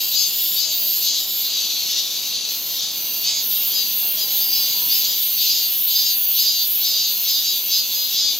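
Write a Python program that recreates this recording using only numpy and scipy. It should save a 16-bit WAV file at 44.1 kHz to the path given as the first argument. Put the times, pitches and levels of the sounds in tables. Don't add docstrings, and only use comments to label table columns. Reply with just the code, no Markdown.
import sys
import numpy as np
from scipy import signal
from scipy.fft import rfft, irfft, next_fast_len
from scipy.io import wavfile
from scipy.ndimage import uniform_filter1d

SR = 44100
rng = np.random.default_rng(int(sys.argv[2]) if len(sys.argv) > 2 else 0)


def invert_db(x):
    u = np.asarray(x, float) / 20
    return 10 ** u


def file_out(sig):
    cols = np.atleast_2d(sig).T
    lim = np.clip(cols, -1, 1)
    pcm = np.round(lim * 32767).astype(np.int16)
    wavfile.write(sys.argv[1], SR, pcm)


N = 369999
CLOCK = np.arange(N) / SR


def tymbals(rate, rough):
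    ribs = np.arange(4) * 0.098 + np.array([[0], [0.5]]) + rng.uniform(0, 0.03455, (2, 4))
    strength = np.outer([1, 0.7], 0.3 ** np.arange(4))
    order = np.arange(89)
    spectrum = strength.ravel() @ np.exp(-2j * np.pi * np.outer(ribs.ravel(), order))
    cycle = irfft((order > 0) * spectrum, 8192)
    turns = np.cumsum(rate) / SR + rng.random()
    clicks = evened(np.interp(turns % 1, np.arange(8192) / 8192, cycle))
    noise = evened((0.05 + abs(clicks)) * rng.standard_normal(len(rate)))
    rough = np.clip(rough, 0, 1)
    return np.sqrt(1 - rough) * clicks + np.sqrt(rough) * noise


def ramps(t, pumps, lead, rise, fall, lag, shape):
    start, length = np.transpose(pumps)[:2]
    end = start + length
    knots = np.array([start - lead, start + rise, np.maximum(end - fall, start + rise), end + lag])
    values = np.array([value * np.ones(len(start)) for value in shape])
    return np.interp(t, np.maximum.accumulate(knots.T.ravel()), values.T.ravel())


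SNAP_S, DRIFT_HZ = 0.02, 0.4


def tymbal_rate(t, rates, pumps):
    s, resting, pumping = np.transpose(rates)
    pumped = ramps(t, pumps, SNAP_S, SNAP_S, SNAP_S, SNAP_S, [0, 1, 1, 0])
    drift = ramps(t, pumps, SNAP_S, SNAP_S, SNAP_S, SNAP_S, [1, 1, -1, -1])
    return np.interp(t, s, resting) + pumped * np.interp(t, s, pumping - resting) + DRIFT_HZ * drift


SWELL_S, FADE_S, SAG_DB = 0.049, 0.073, -1
HUSH_S, RETURN_S = 0.066, 0.085


def voices(t, pumps, leak_whine_db, leak_ring_db):
    start, length, whine_db, ring_db = np.transpose(pumps)[:4]
    next_start = np.append(start[1:], start[-1] + length[-1])
    rest = (start + length + next_start) / 2
    leak_whine, leak_ring = invert_db(leak_whine_db), invert_db(leak_ring_db)
    whine = ramps(t, pumps, 0, SWELL_S, FADE_S, 0, [leak_whine, 1, invert_db(SAG_DB), leak_whine])
    ring = ramps(t, pumps, 0, HUSH_S, 0, RETURN_S, [1, leak_ring, leak_ring, 1])
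    whine_level = invert_db(np.interp(t, start + length / 2, whine_db))
    ring_level = invert_db(np.interp(t, rest, ring_db))
    return whine * whine_level, ring * ring_level


def body(x, modes, stretch=1):
    bands = [(-1) ** k * invert_db(db) * resonate(x, hz * stretch, width) for k, (hz, width, db) in enumerate(modes)]
    return evened(sum(bands))


# (frequency [Hz], width [Hz], level [dB])
DRONE_MODES = [(2735, 1415, -8), (3310, 1160, 1)]


def abdomen(drive, levels, modes, ring_modes, arch, drone_db, size=1):
    whine, ring = levels
    lag = np.exp(-1 / (0.025 * SR))
    opening = signal.lfilter([1 - lag], [1, -lag], whine) / invert_db(-29)
    stretch = size * (1 - arch * np.exp(-opening ** 2))
    effort = uniform_filter1d(np.hypot(whine, 0.7 * ring), 2000)
    drone = invert_db(drone_db) * effort * body(drive, DRONE_MODES)
    return whine * body(drive, modes, stretch) + ring * body(drive, ring_modes) + drone


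# (frequency [Hz], width [Hz], level [dB])
WHINE_MODES = [(4000, 500, 1), (4600, 450, -1), (5100, 300, -6), (6600, 900, -8)]
RING_MODES = [(12180, 1930, -4), (13580, 1870, 4), (16500, 3240, -1.5)]
# (left minus right [dB], abdomen size [factor on whine frequency])
SEATS = [(2.5, 1.0), (3, 1.01), (1.8, .99), (-.3, 1.02), (2.2, 1.0), (.5, 1.0)]
# (first [dB], second [dB], third [dB], fourth [dB])
WHINE_WEIGHTS = [(-1, 0.5, 4, 1), (-3, -1, 10.5, 2.5), (0.5, 4.5, 8, 5), (-1, 2, 10, 7), (-0.5, 1.5, 13, 5),
                 (-3, -0.5, 11, 4)]
RING_HUSH = [-15, -15, -12, -9, -8, -8]
DRONE_LEVELS = [-14.5, -20.5, -13, -11, -15, -14]
# (time [s], rate at rest [Hz], rate in a pump [Hz])
RATE_A = [(0.0, 185.8, 186.8), (0.45, 185.8, 186.6), (0.9, 184.9, 186.0), (1.1, 184.0, 184.0),
          (1.35, 178.7, 178.7), (1.7, 169.1, 169.1), (1.87, 161.5, 161.5)]
RATE_B = [(0.1, 185.7, 186.8), (0.62, 185.6, 186.1), (0.75, 183.9, 185.0), (0.97, 182.2, 183.4),
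          (1.2, 179.2, 179.8), (1.5, 174.3, 174.3)]
RATE_C = [(1.85, 177.3, 181.0), (2.3, 179.8, 182.8), (2.85, 182.9, 185.8), (3.5, 184.6, 187.0),
          (4.6, 185.4, 187.0), (5.6, 187.6, 188.6), (6.4, 187.0, 187.7), (7.6, 186.1, 185.8),
          (8.25, 181.0, 180.4)]
RATE_D = [(3.2, 196.7, 196.7), (3.6, 196.7, 196.7), (4.75, 194.5, 194.5), (4.9, 193.5, 193.5),
          (5.3, 187.8, 187.8), (5.84, 181.6, 181.6)]
RATE_E = [(4.45, 183.5, 183.6), (5.2, 184.3, 184.5), (5.75, 184.5, 185.2), (6.4, 184.6, 186.8),
          (7.1, 185.1, 186.5), (7.5, 184.2, 185.2), (8.1, 183.7, 185.4), (8.39, 182.0, 183.8)]
RATE_F = [(4.33, 175.5, 175.8), (4.7, 175.0, 177.5), (5.2, 174.3, 178.6), (5.7, 175.5, 179.1),
          (6.2, 177.0, 179.6), (6.7, 180.2, 179.9), (6.85, 180.2, 180.2)]
# (start [s], length [s], whine [dB], ring in the following rest [dB])
PUMPS_A = [
    (0.10, 0.2, -21.5, -25),
    (0.58, .22, -20.5, -53),
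    (1.02, 0.257, -21.5, -29),
    (1.42, 0.426, -29, -29),
]
PUMPS_B = [
    (0.109, 0.19, -19, -24.5),
    (0.54, 0.15, -19.5, -19.5),
    (0.991, .22, -21.5, -26),
]
PUMPS_C = [(1.95, 0.19, -45, -37), (2.282, 0.15, -25, -30), (2.759, 0.14, -23, -28.5),
           (3.209, 0.15, -22.5, -20.5), (3.678, 0.2, -21, -21.5), (4.141, 0.14, -20.5, -21.5),
           (4.611, 0.23, -29.5, -45), (5.001, 0.2, -22, -26), (5.471, 0.24, -22, -25),
           (5.988, .19, -20.5, -24), (6.42, 0.27, -23, -32), (6.92, 0.24, -23, -25.5),
           (7.399, 0.23, -23, -28), (7.721, .16, -23.5, -24), (7.88, 0.348, -23.5, -42)]
PUMPS_D = [
    (3.221, 0.24, -21, -38),
    (4.24, 0.23, -28, -22.5),
    (4.61, 0.2, -26.5, -22),
    (5.00, 0.112, -22, -23.5),
    (5.43, 0.17, -24.5, -42),
]
PUMPS_E = [
    (4.481, 0.237, -23, -25),
    (5.44, 0.2, -24, -38),
    (5.91, 0.16, -20.5, -57),
    (6.331, .22, -21.5, -21.5),
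    (6.799, 0.24, -20.5, -24),
    (7.229, .20, -20.5, -28),
    (7.67, .17, -19.5, -26.5),
    (8.12, 0.3, -21.5, -28),
]
PUMPS_F = [
    (4.359, 0.29, -27.5, -38),
    (4.87, .18, -20.5, -40),
    (5.361, 0.18, -19.5, -20.5),
    (5.85, 0.22, -22.5, -18),
    (6.339, 0.23, -22.5, -32),
]
CLIMB, CLIMB_S = 0.14, 0.08
SINK_PER_S = 0.38


def near_singers():
    out = np.zeros((2, N))
    all_rates = (RATE_A, RATE_B, RATE_C, RATE_D, RATE_E, RATE_F)
    all_pumps = (PUMPS_A, PUMPS_B, PUMPS_C, PUMPS_D, PUMPS_E, PUMPS_F)
    singers = zip(all_rates, all_pumps, SEATS, WHINE_WEIGHTS, RING_HUSH, DRONE_LEVELS)
    for rates, pumps, (pan_db, size), weights, hush_db, drone_db in singers:
        modes = [(hz, width, db + own) for (hz, width, db), own in zip(WHINE_MODES, weights)]
        on = slice(round(rates[0][0] * SR), round(rates[-1][0] * SR))
        t = CLOCK[on]
        rate = tymbal_rate(t, rates, pumps) + 0.1193 * wander(len(t), 0.0285)
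        drive = scatter(tymbals(rate, rough=0.033), t60=0.036, wet_db=4, sway=2.2)
        sunk = 1 - SINK_PER_S * np.transpose(pumps)[1]
        sinking = ramps(t, pumps, 0, CLIMB_S, 0, SNAP_S, [1 - CLIMB, 1, sunk, 1 - CLIMB])
        levels = voices(t, pumps, -31.5, hush_db)
        song = abdomen(drive, levels, modes, RING_MODES, arch=0.061, drone_db=drone_db, size=size * sinking)
        song *= signal.windows.tukey(len(t), 0.03)
        out[:, on] += song * np.array([[1], [lean(pan_db)]])
    return out


# (frequency [Hz], width [Hz], level [dB])
FAR_WHINE_MODES = [(3995, 780, 2.5), (4840, 1120, 1), (6880, 1370, -3)]
FAR_RING_MODES = [(11780, 2070, -2.5), (12940, 3950, -5), (15600, 810, -10)]
# (start [s], length [s], whine [dB], ring in the following rest [dB])
FAR_PUMPS = [(0.114, 0.071, -25, -26.5), (0.59, 0.36, -27, -24.5), (1.054, 0.084, -27, -29.5),
             (1.454, .38, -21.5, -28.5), (1.86, 0.1, -19.5, -32.5), (2.31, 0.16, -23.5, -29.5),
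             (2.754, 0.16, -24, -29), (3.235, 0.17, -27, -27), (3.76, 0.45, -28, -23.5),
             (4.142, .45, -29.5, -26), (4.97, .2, -24, -22.5), (5.441, 0.33, -27, -24.5),
             (5.923, 0.39, -30, -22.5), (6.392, 0.26, -29, -23.5), (6.879, 0.17, -26, -28),
             (7.346, 0.16, -25, -25.5), (7.759, 0.11, -27.5, -31), (8.141, 0.14, -22, -25)]
FAR_HUSH = [-2, -10, -10, -2, -8, -13, -10, -16, -2, -2, -3, -2, -2, -2, -3, -2, -2, -11]
# (time [s], size [factor on whine frequency])
FAR_SIZE = [(1.3, 1.0), (1.7, 0.9), (3.0, 0.91), (3.3, 0.92)]


def far_chorus(count=7):
    crowd = np.zeros(N)
    for hz in np.linspace(168, 203, count):
        singer = tymbals(hz + 2.5 * wander(N, 0.4), rough=0.7)
        crowd += singer * invert_db(2.75 * wander(N, 0.072))
    drive = scatter(crowd, t60=0.12, wet_db=6, sway=1.3)
    levels = voices(CLOCK, FAR_PUMPS, -1.5, FAR_HUSH)
    size = np.interp(CLOCK, *np.transpose(FAR_SIZE))
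    return abdomen(drive, levels, FAR_WHINE_MODES, FAR_RING_MODES, arch=0.0039, drone_db=-8.5, size=size)


# (frequency [Hz], density [dB per Hz])
HUM_SPECTRUM = [(20, -6), (60, -6), (100, -7.5), (200, -0.5), (600, -3), (1000, -5.5), (1700, -9),
                (3000, -5.5), (8500, -8.5), (10300, -3.5), (12000, 4.5), (16000, -39)]
# (time [s], level [dB])
HUM_LEVEL = [(0, -46), (4.8, -43.5), (5.3, -47), (8.39, -46.5)]
# (time [s], frequency [Hz], level [dB])
MOANS = [
    [(.58, 616, -51), (.75, 615, -51), (.95, 614, -46)],
    [(3.98, 752, -47), (4.15, 645, -49.5), (4.55, 600, -60)],
    [(4.2, 920, -51), (4.35, 805, -49), (4.6, 800, -56)],
    [(4.68, 907, -54), (4.82, 974, -45), (4.95, 975, -62)],
]


def countryside():
    hum = evened(colour(rng.standard_normal(N), HUM_SPECTRUM))
    out = invert_db(np.interp(CLOCK, *np.transpose(HUM_LEVEL)) + 7.0) * hum
    for rows in MOANS:
        s, hz, db = np.transpose(rows)
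        on = slice(round(s[0] * SR), round(s[-1] * SR))
        t = CLOCK[on]
        moan = evened(resonate(rng.standard_normal(len(t)), np.interp(t, s, hz), 71))
        out[on] += invert_db(np.interp(t, s, db) - 3) * moan * signal.windows.tukey(len(moan), 0.3)
    return out


def scatter(x, t60, wet_db, sway):
    t = np.arange(round(0.25 * SR)) / SR
    sparse = rng.standard_normal((2, len(t))) * (rng.random((2, len(t))) < 0.05)
    echoes = sparse * invert_db(-60 * t / t60)
    echoes = echoes / np.linalg.norm(echoes, axis=1)[:, None]
    paths = signal.oaconvolve(x[None], echoes, axes=1)[:, :len(x)]
    angle = 2 * np.pi * (sway * np.arange(len(x)) / SR + rng.random())
    wet = np.cos(angle) * paths[0] + np.sin(angle) * paths[1]
    return (x + invert_db(wet_db) * wet) / np.hypot(1, invert_db(wet_db))


def resonate(x, hz, width):
    turn = np.exp(2j * np.pi * np.cumsum(hz * np.ones(len(x))) / SR)
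    r = np.exp(-np.pi * width / SR)
    return 2 * (turn * signal.lfilter([(1 - r) ** 2], [1, -2 * r, r * r], x / turn)).real


def colour(x, points):
    size = next_fast_len(x.shape[-1])
    f, db = np.transpose(points)
    gain = invert_db(np.interp(np.log(np.fft.rfftfreq(size, 1 / SR) + 1), np.log(f + 1), db))
    return irfft(rfft(x, size) * gain, size)[..., :x.shape[-1]]


def wander(count, seconds):
    span = round(seconds * SR)
    return evened(uniform_filter1d(uniform_filter1d(rng.standard_normal(count), span), span))


def evened(x):
    return x / np.sqrt(np.mean(x ** 2) + 1e-20)


def lean(db):
    return np.tanh(np.asarray(db) * np.log(10) / 40)


# (time [s], left minus right [dB])
TURN = [(0, 1.5), (2.5, 1.5), (3.2, 0), (6, .3), (8.39, 2)]
# (frequency [Hz], side minus mid [dB])
SPREAD = [(40, -33), (110, -21), (200, -19.5), (380, -13), (700, -4), (1290, -6), (2380, -14), (4400, -6),
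          (7000, -8), (8500, -27), (10200, -1.5), (11300, -12.5), (12000, -23.5), (15000, -30.5)]


def scene():
    near, leaning = near_singers()
    far = far_chorus()
    mid = near + far + countryside()
    leaning = leaning + lean(np.interp(CLOCK, *np.transpose(TURN))) * far
    lead = np.gradient(near + far)
    echoes = scatter(mid, t60=0.15, wet_db=40, sway=2.3)
    side = colour(2.5 * leaning + 0.6 * lead + 0.75 * echoes, SPREAD)
    return np.array([mid + side, mid - side])


def band_limit(x):
    return signal.sosfilt(signal.butter(12, 17090, fs=SR, output="sos"), x)


def record(dry):
    low_pass = signal.firwin(1023, 15770, window=("kaiser", 9), fs=SR)
    mix = signal.oaconvolve(dry, low_pass[None], "same")
    return band_limit(mix)


dry = scene()
out = record(dry)
file_out(out)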